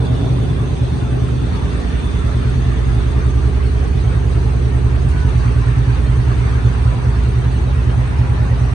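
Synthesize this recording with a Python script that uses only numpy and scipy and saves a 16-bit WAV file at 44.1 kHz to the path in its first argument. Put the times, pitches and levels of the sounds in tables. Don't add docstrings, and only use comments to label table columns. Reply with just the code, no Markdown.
import sys
import numpy as np
from scipy import signal
from scipy.fft import rfft, irfft, next_fast_len
from scipy.io import wavfile
from scipy.ndimage import uniform_filter1d

SR = 44100
rng = np.random.default_rng(int(sys.argv[2]) if len(sys.argv) > 2 else 0)


def materialize(psi):
    bounded = np.clip(np.atleast_2d(psi).T, -1, 1)
    quanta = np.round(bounded * 32767).astype(np.int16)
    wavfile.write(sys.argv[1], SR, quanta)


N = 385434
TIME = np.arange(N) / SR

# time in seconds, rate in firings per second.
FIRING_RATE = [(0.0, 9.61), (.3, 10), (.6, 10), (.85, 9.2), (1.15, 10.4), (1.45, 9.7), (1.8, 9.8),
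               (2.1, 9.69), (2.45, 9.463), (3.1, 10.27), (3.96, 9.905), (4.73, 10.246), (5.11, 9.796),
               (5.77, 9.457), (6.175, 10.489), (6.5, 10.653), (6.88, 9.145), (7.25, 10.418), (8.04, 9.203),
               (8.74, 9.749)]
START_PHASE_FIRINGS = .001


def firings(uneven_db, stumble_s):
    phase = START_PHASE_FIRINGS + np.cumsum(curve(FIRING_RATE, column=1)) / SR
    at = np.flatnonzero(np.diff(np.floor(phase), prepend=-1))
    strength, lateness = rng.standard_normal((len(at), 2)).T
    late_samples = np.round(stumble_s * SR * lateness).astype(int)
    pushes = np.zeros(N)
    pushes[np.clip(at + late_samples, 0, N - 1)] = gain_of(uneven_db * strength)
    return pushes


# frequency in Hz, signed amplitude (relative), t60 in seconds.
FIRING_MODES = [(71.4, 2.0, .0078), (48.3, .0077, 2.1), (57.5, -.2, .59), (71.1, -.05, 2.5),
                (80.3, .055, 2.0), (115.8, .055, 1.4), (124.3, .116, 1.55), (136.8, -.02, .64)]
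# delay in seconds, signed gain.
EARLY_ECHOES = [(.0236, -.3), (.0612, .1), (.0866, -.3), (.0902, -.28), (.1118, -.23)]
# frequency in Hz, gain in dB.
BEAT_FILTER = [(15, -18), (40, -3), (55, 0), (78, 0), (92, -4), (110, 0), (135, 0), (170, -6), (210, -14),
               (400, -26), (2000, -45)]
# time in seconds, level in dB before the boom_db trim.
BOOM_LEVEL = [(0.0, -21.5), (1.2, -21), (1.7, -19), (2.3, -17.5), (3.5, -14), (3.95, -16.5), (4.75, -15),
              (6.0, -15.5), (8.74, -16.5)]
# time in seconds, level in dB before the dips.
THUD_LEVEL = [(0.3, -17.5), (.75, -21.3), (1.15, -19.6), (2.4, -21.8), (3.3, -21.3), (4.2, -19.3),
              (4.6, -20.2), (5.15, -20), (5.45, -18), (7.3, -20), (8.74, -18.8)]
# middle in seconds, half-length in seconds, change in dB.
THUD_DIP_ROWS = [(1.85, 0.25, -12.5), (3.62, 0.31, -4.5), (7.6, 0.079, -0.5)]


def beats(pushes, split_hz, boom_db):
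    t = np.arange(2 * SR) / SR
    ring = np.zeros(len(t))
    for hz, size, t60 in FIRING_MODES:
        ring += size * np.exp(-np.log(1000) * t / t60) * np.sin(2 * np.pi * hz * t)
    lead = np.flatnonzero(pushes)[10]
    direct = signal.fftconvolve(np.r_[pushes[:lead], pushes], ring)
    paths = [(0.00091, 0.94)] + EARLY_ECHOES
    near = sum(gain * direct[lead - round(s * SR):][:N] for s, gain in paths)
    reverberant = near + gain_of(-13) * tunnel(near, t60=1.3, change_per_s=.15)
    sound = coloured(reverberant, BEAT_FILTER)
    boom = signal.sosfiltfilt(signal.butter(4, split_hz, fs=SR, output="sos"), sound)
    thud = sound - boom
    boom_level_db = curve(BOOM_LEVEL, column=1) + boom_db
    thud_level_db = curve(THUD_LEVEL, column=1) + swells(THUD_DIP_ROWS)
    return steadied(boom) * gain_of(boom_level_db) + steadied(thud) * gain_of(thud_level_db)


# frequency in Hz, relative level in dB.
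LOW_RING_SPECTRUM = [(40, -52), (110, -20), (142, 6), (168, 5), (205, -.5), (227, 2), (241, 7), (257, 1.5),
                     (273, 3), (290, -4), (310, -13), (360, -34), (1000, -100)]
UPPER_RING_SPECTRUM = [(100, -65), (270, -20), (315, -0.5), (340, 5), (365, 1), (415, 5.5), (460, -1.5),
                       (510, -14), (700, -14.5), (1500, -67), (5000, -100)]
# middle in seconds, half-length in seconds, change in dB.
LOW_RING_DIP_ROWS = [(3.9, 0.8, -2)]
UPPER_RING_SWELL_ROWS = [(4.2, 1.1, 1.5)]
LOW_RING_START_DB, LOW_RING_SINK_DB_PER_S = -26.5, 0.5
UPPER_RING_START_DB, UPPER_RING_SINK_DB_PER_S = -31.5, 0.48
IDLE_FIRINGS_PER_S, EFFORT_DB_PER_FIRING_PER_S = 9.9, 2.5


def clatter(pushes, gas_db):
    echoes = evened(tunnel(pushes, t60=1.9, change_per_s=.45))
    gas = evened(paired(rng.standard_normal((2, N))))
    drive = echoes + gain_of(gas_db) * gas
    low_db = LOW_RING_START_DB - LOW_RING_SINK_DB_PER_S * TIME + swells(LOW_RING_DIP_ROWS)
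    effort_db = EFFORT_DB_PER_FIRING_PER_S * (curve(FIRING_RATE, column=1) - IDLE_FIRINGS_PER_S)
    upper_db = UPPER_RING_START_DB - UPPER_RING_SINK_DB_PER_S * TIME + effort_db
    upper_db = upper_db + swells(UPPER_RING_SWELL_ROWS)
    low = steadied(coloured(drive, LOW_RING_SPECTRUM)) * gain_of(low_db)
    upper = steadied(coloured(drive, UPPER_RING_SPECTRUM)) * gain_of(upper_db)
    return low + upper


# frequency in Hz, relative level in dB.
ROAR_SPECTRUM = [(150, -11), (350, 0.5), (520, 2), (800, -1), (1000, -7.5), (1500, -24.5), (3000, -52),
                 (8000, -100)]
WASH_SPECTRUM = [(500, -18), (800, 0.5), (1050, 5), (1250, 4.5), (1500, 2), (1800, 1.5), (2100, -2.5),
                 (2700, -4), (3200, -22), (4500, -24.5), (8000, -75), (12000, -93.5)]
SPRAY_SPECTRUM = [(1500, -2), (3000, 7.5), (3800, 6.5), (4500, 4.5), (5200, -2.5), (6300, 2.5), (7400, -11),
                  (8200, -4), (9000, -11.5), (10800, -14.5), (11800, -32.5), (14000, -43)]
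# middle in seconds, half-length in seconds, change in dB.
ROAR_SWELL_ROWS = [(.3, 0.54, 1.8), (8.35, 0.77, 3.5)]
ROAR_BASE_DB, WASH_BASE_DB = -37, -38
SPRAY_START_DB, SPRAY_SINK_DB_PER_S = -43, 0.27
SPRAY_SURGE_SHARE = 0.58


def floodwater():
    roar = churn(ROAR_SPECTRUM, drops_per_s=240, spread_db=1.0, drops_db=-10.5, patchy_db=4.0)
    wash = churn(WASH_SPECTRUM, drops_per_s=640, spread_db=0.0, drops_db=-7.5, patchy_db=2.7)
    spray = churn(SPRAY_SPECTRUM, drops_per_s=760, spread_db=-4.0, drops_db=-11.0, patchy_db=4.0)
    lift_db = surging()
    roar_db = ROAR_BASE_DB + swells(ROAR_SWELL_ROWS)
    wash_db = WASH_BASE_DB + lift_db + flicker(depth_db=.8, rate_hz=11)
    spray_db = SPRAY_START_DB - SPRAY_SINK_DB_PER_S * TIME + SPRAY_SURGE_SHARE * lift_db
    return roar * gain_of(roar_db) + wash * gain_of(wash_db) + spray * gain_of(spray_db)


def churn(colour, drops_per_s, spread_db, drops_db, patchy_db):
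    sizes = gain_of(spread_db * np.minimum(rng.exponential(1, (2, N)), 5))
    clicks = sizes * rng.standard_normal((2, N)) * (rng.random((2, N)) < drops_per_s / SR)
    burst = np.exp(-np.arange(400) / 70)
    power = abs(signal.oaconvolve(clicks ** 2, burst[None], axes=1)[:, :N])
    drops = np.sqrt(power) * rng.standard_normal((2, N))
    hiss = rng.standard_normal((2, N))
    water = paired(hiss + gain_of(drops_db) * evened(drops))
    return evened(coloured(uneven_texture(water, patchy_db), colour))


def uneven_texture(x, patchy_db):
    z = signal.stft(x, nperseg=1024, noverlap=768)[2]
    patches = rng.standard_normal(z.shape[1:])
    patches = uniform_filter1d(uniform_filter1d(patches, size=3, axis=0), size=6, axis=1)
    return signal.istft(z * gain_of(patchy_db * evened(patches)), nperseg=1024, noverlap=768)[1][:, :N]


# start in seconds, rise in seconds, level in dB, ebb in dB per second.
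SURGE_ROWS = [(1.47, .07, -38.3, 1.2), (5.08, .1, -37, 1.4), (6.05, 0.5, -37, 10), (8.0, 0.12, -39.5, 4.5)]


def surging():
    power = np.ones(N)
    for start, rise, db, ebb in SURGE_ROWS:
        age = np.maximum(TIME - start, 0)
        surge_db = db - WASH_BASE_DB - ebb * np.maximum(age - rise, 0)
        power += np.minimum(age / rise, 1) * gain_of(surge_db) ** 2
    return 10 * np.log10(power)


def flicker(depth_db, rate_hz):
    return depth_db * wavering(rate_hz)


BUBBLES_PER_S, BUBBLES_BASE_DB = 160, -47.5
BUBBLE_LOW_HZ, BUBBLE_HIGH_HZ = 603, 3210


def bubbles(spread_db, t60, tilt_db):
    t = np.arange(SR // 16) / SR
    out = np.zeros(N + len(t))
    for when, pitch, size in rng.random((round(BUBBLES_PER_S * N / SR), 3)):
        hz = BUBBLE_LOW_HZ * (BUBBLE_HIGH_HZ / BUBBLE_LOW_HZ) ** pitch
        envelope = np.exp(-t * hz / 20) * np.minimum(t * hz / 2, 1)
        ping = np.sin(2 * np.pi * hz * t * (1 + t)) * envelope
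        out[int(when * N):][:len(t)] += gain_of(spread_db * size + tilt_db * pitch) * ping
    echoed = evened(tunnel(out[:N], t60=t60, change_per_s=0.401))
    return gain_of(BUBBLES_BASE_DB + surging()) * echoed


# start in seconds, level in dB before rise and decay, t60 in seconds.
SPLASH_ROWS = [(1.275, -48, .12), (3.45, -47, 0.081), (5.083, -45, 0.22)]


def splashes(rise_s):
    level = np.zeros(N)
    for s, db, t60 in SPLASH_ROWS:
        age = np.maximum(TIME - s, 0)
        level += gain_of(db) * (1 - np.exp(-age / rise_s)) * np.exp(-np.log(1000) * age / t60)
    # frequency in Hz, relative level in dB.
    colour = [(1500, -20), (4000, -1), (7000, 0), (9500, -6), (11000, -13), (12000, -27), (14000, -43)]
    return level * evened(coloured(rng.standard_normal((2, N)), colour))


# middle in seconds, half-length in seconds, change in dB.
SIZZLE_FLARE_ROWS = [(.2, 0.22, 4.5), (2.08, 0.17, 5.5)]
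SIZZLE_HZ, SIZZLE_BASE_DB = 3524, -49.5
SIZZLE_HOLD_S, SIZZLE_FADE_DB_PER_S = 3.0, 25.5


def sizzle(width_hz):
    tone = fuzzy_tone(np.full(N, SIZZLE_HZ), width_hz)
    hiss = evened(uneven_texture(tone, patchy_db=2.3))
    fade_db = SIZZLE_FADE_DB_PER_S * np.maximum(TIME - SIZZLE_HOLD_S, 0)
    return hiss * gain_of(SIZZLE_BASE_DB + swells(SIZZLE_FLARE_ROWS) - fade_db)


# frequency in Hz, level in dB before the fade.
GROWL_PARTIALS = [(274.5, -32), (334, -41), (398, -40), (465, -43), (544, -42), (633, -38.5), (748, -42),
                  (824, -47)]
GROWL_HOLD_S, GROWL_FADE_DB_PER_S, GROWL_WIDTH_HZ = .25, 32, 16


def growl():
    fade_db = GROWL_FADE_DB_PER_S * np.maximum(TIME - GROWL_HOLD_S, 0)
    partials = np.zeros((2, N))
    for hz, db in GROWL_PARTIALS:
        partials += gain_of(db) * steadied(fuzzy_tone(np.full(N, hz), GROWL_WIDTH_HZ))
    return gain_of(-fade_db) * partials


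# start in seconds, length in seconds, frequency in Hz,
# width in Hz, level in dB before the level_db trim.
WHINE_ROWS = [(.8, .43, 823, 130, -45), (.92, .35, 705, 24, -46), (1.49, .2, 900, 160, -41),
              (1.52, .15, 1160, 100, -42), (1.72, .3, 1800, 100, -47), (2.5, .33, 1800, 130, -47),
              (3.05, .6, 1183, 60, -46.5), (5.11, .18, 1490, 18, -41), (5.16, .18, 986, 14, -43),
              (5.2, .28, 850, 22, -46), (6.35, .95, 990, 22, -45.5), (7.5, .3, 990, 14, -48),
              (8.14, .5, 832, 14, -43), (8.2, .35, 978, 30, -49), (-1, 11, 4382, 14, -64.5)]
CLEAR_WIDTH_HZ = 14


def whines(level_db):
    out = np.zeros((2, N))
    for start, length, hz, width, db in WHINE_ROWS:
        on = np.flatnonzero((TIME > start) & (TIME < start + length))
        swell = np.sqrt(abs(np.sin(np.pi * (TIME[on] - start) / length)))
        pitch = hz + CLEAR_WIDTH_HZ / 4 * wavering(rate_hz=5)[on]
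        cycles = np.cumsum(pitch) / SR + rng.random((2, 1)) / 2
        clear = np.sqrt(2) * np.sin(2 * np.pi * cycles)
        share = 1 / (1 + (width / CLEAR_WIDTH_HZ) ** 2)
        tone = np.sqrt(share) * clear + np.sqrt(1 - share) * fuzzy_tone(pitch, width)
        out[:, on] += gain_of(db + level_db) * swell * tone
    return out


RUMBLE_FINAL_DB = -27.5


def rumble(quiet_db, build_s):
    # frequency in Hz, relative level in dB.
    colour = [(5, -11), (16, -10), (30, -5), (45, -1.5), (75, -1), (100, 2), (150, 1),
              (250, -17), (600, -80), (2000, -100)]
    level = gain_of(RUMBLE_FINAL_DB + quiet_db * np.exp(-TIME / build_s))
    return level * evened(coloured(paired(rng.standard_normal((2, N))), colour))


def tunnel(x, t60, change_per_s):
    t = np.arange(SR) / SR
    lead_in = np.r_[x[:SR], x]
    out = np.zeros((2, N))
    for k in range(3):
        tail = paired(rng.standard_normal((2, SR))) * gain_of(-60 * t / t60)
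        tail = tail / np.linalg.norm(tail[0])
        wet = signal.fftconvolve(lead_in[None], tail, axes=1)[:, SR:SR + N]
        out += wet * np.cos(np.pi * (change_per_s * TIME + k / 3)) * np.sqrt(2 / 3)
    return out


# frequency in Hz, correlation (-1 to 1).
CHANNEL_CORRELATION = [(20, 0.026), (100, 0.65), (180, 0.54), (280, 0.19), (500, 0.072), (2000, -0.1),
                       (4000, 0.19), (14000, 0.043)]


def paired(x):
    size = next_fast_len(x.shape[-1])
    left, other = rfft(x, size)
    same = np.clip(read(CHANNEL_CORRELATION, np.fft.rfftfreq(size, 1 / SR)), -1, 1)
    right = same * left + np.sqrt(1 - same ** 2) * other
    return irfft(np.array([left, right]), size)[:, :x.shape[-1]]


def fuzzy_tone(hz, width_hz):
    real, imag = rng.standard_normal((2, 2, len(hz) + 4000))
    r = np.exp(-np.pi * width_hz / SR)
    blur = signal.lfilter([1 - r], [1, -2 * r, r * r], real + 1j * imag)[:, -len(hz):]
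    return evened((blur * np.exp(2j * np.pi * np.cumsum(hz) / SR)).real)


def wavering(rate_hz):
    knots = np.arange(0, N / SR + 1, 1 / (2 * rate_hz))
    return evened(np.interp(TIME, knots, rng.standard_normal(len(knots))))


def swells(rows):
    return sum(db * np.exp(-((TIME - middle) / half) ** 2) for middle, half, db in rows)


def steadied(x):
    power = uniform_filter1d(uniform_filter1d((x ** 2).mean(0), size=13230), size=4410)
    return x / np.sqrt(power + 1e-12)


def coloured(x, points):
    size = next_fast_len(x.shape[-1] + 8192)
    gain = gain_of(read(points, np.fft.rfftfreq(size, 1 / SR)))
    return irfft(rfft(x, size) * gain, size)[..., :x.shape[-1]]


def read(points, hz):
    f, value = np.transpose(points)
    return np.interp(np.log(hz + 1), np.log(f + 1), value)


def curve(rows, column):
    rows = np.array(rows)
    return np.interp(TIME, rows[:, 0], rows[:, column])


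def evened(x):
    return x / np.sqrt(np.mean(x ** 2) + 1e-20)


def gain_of(db):
    return 10 ** (np.asarray(db) / 20)


def scene():
    pushes = firings(uneven_db=.7, stumble_s=.00025)
    engine = beats(pushes, split_hz=95, boom_db=-1.2)
    engine = engine + clatter(pushes, gas_db=-13)
    water = floodwater() + bubbles(spread_db=10.5, t60=.25, tilt_db=-2.5) + splashes(rise_s=0.0034)
    far = rumble(quiet_db=-3, build_s=1.1) + growl() + sizzle(width_hz=280) + whines(level_db=2.0)
    return engine + water + far


# frequency in Hz, gain in dB.
RIGHT_CHANNEL_TONE = [(80, 2.2), (130, 1.4), (350, 1.9), (600, .2), (7900, 0), (8100, 10), (9200, 12),
                      (10000, 6), (11000, -2), (11800, 0), (12600, 15)]
KNEE, HEADROOM = .6, .3
EDGE_HZ = 14200


def record(dry):
    fade_s = .003
    fade = np.clip(np.minimum(TIME, TIME[::-1]) / fade_s, 0, 1)
    dry = dry * np.sin(np.pi / 2 * fade) ** 2
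    stereo = np.array([dry[0], coloured(dry[1], RIGHT_CHANNEL_TONE)])
    clean = np.clip(stereo, -KNEE, KNEE)
    stereo = clean + HEADROOM * np.tanh((stereo - clean) / HEADROOM)
    low_pass = signal.firwin(511, EDGE_HZ, window=("kaiser", 9), fs=SR)
    return signal.oaconvolve(stereo, low_pass[None], "same")


dry = scene()
out = record(dry)
materialize(out)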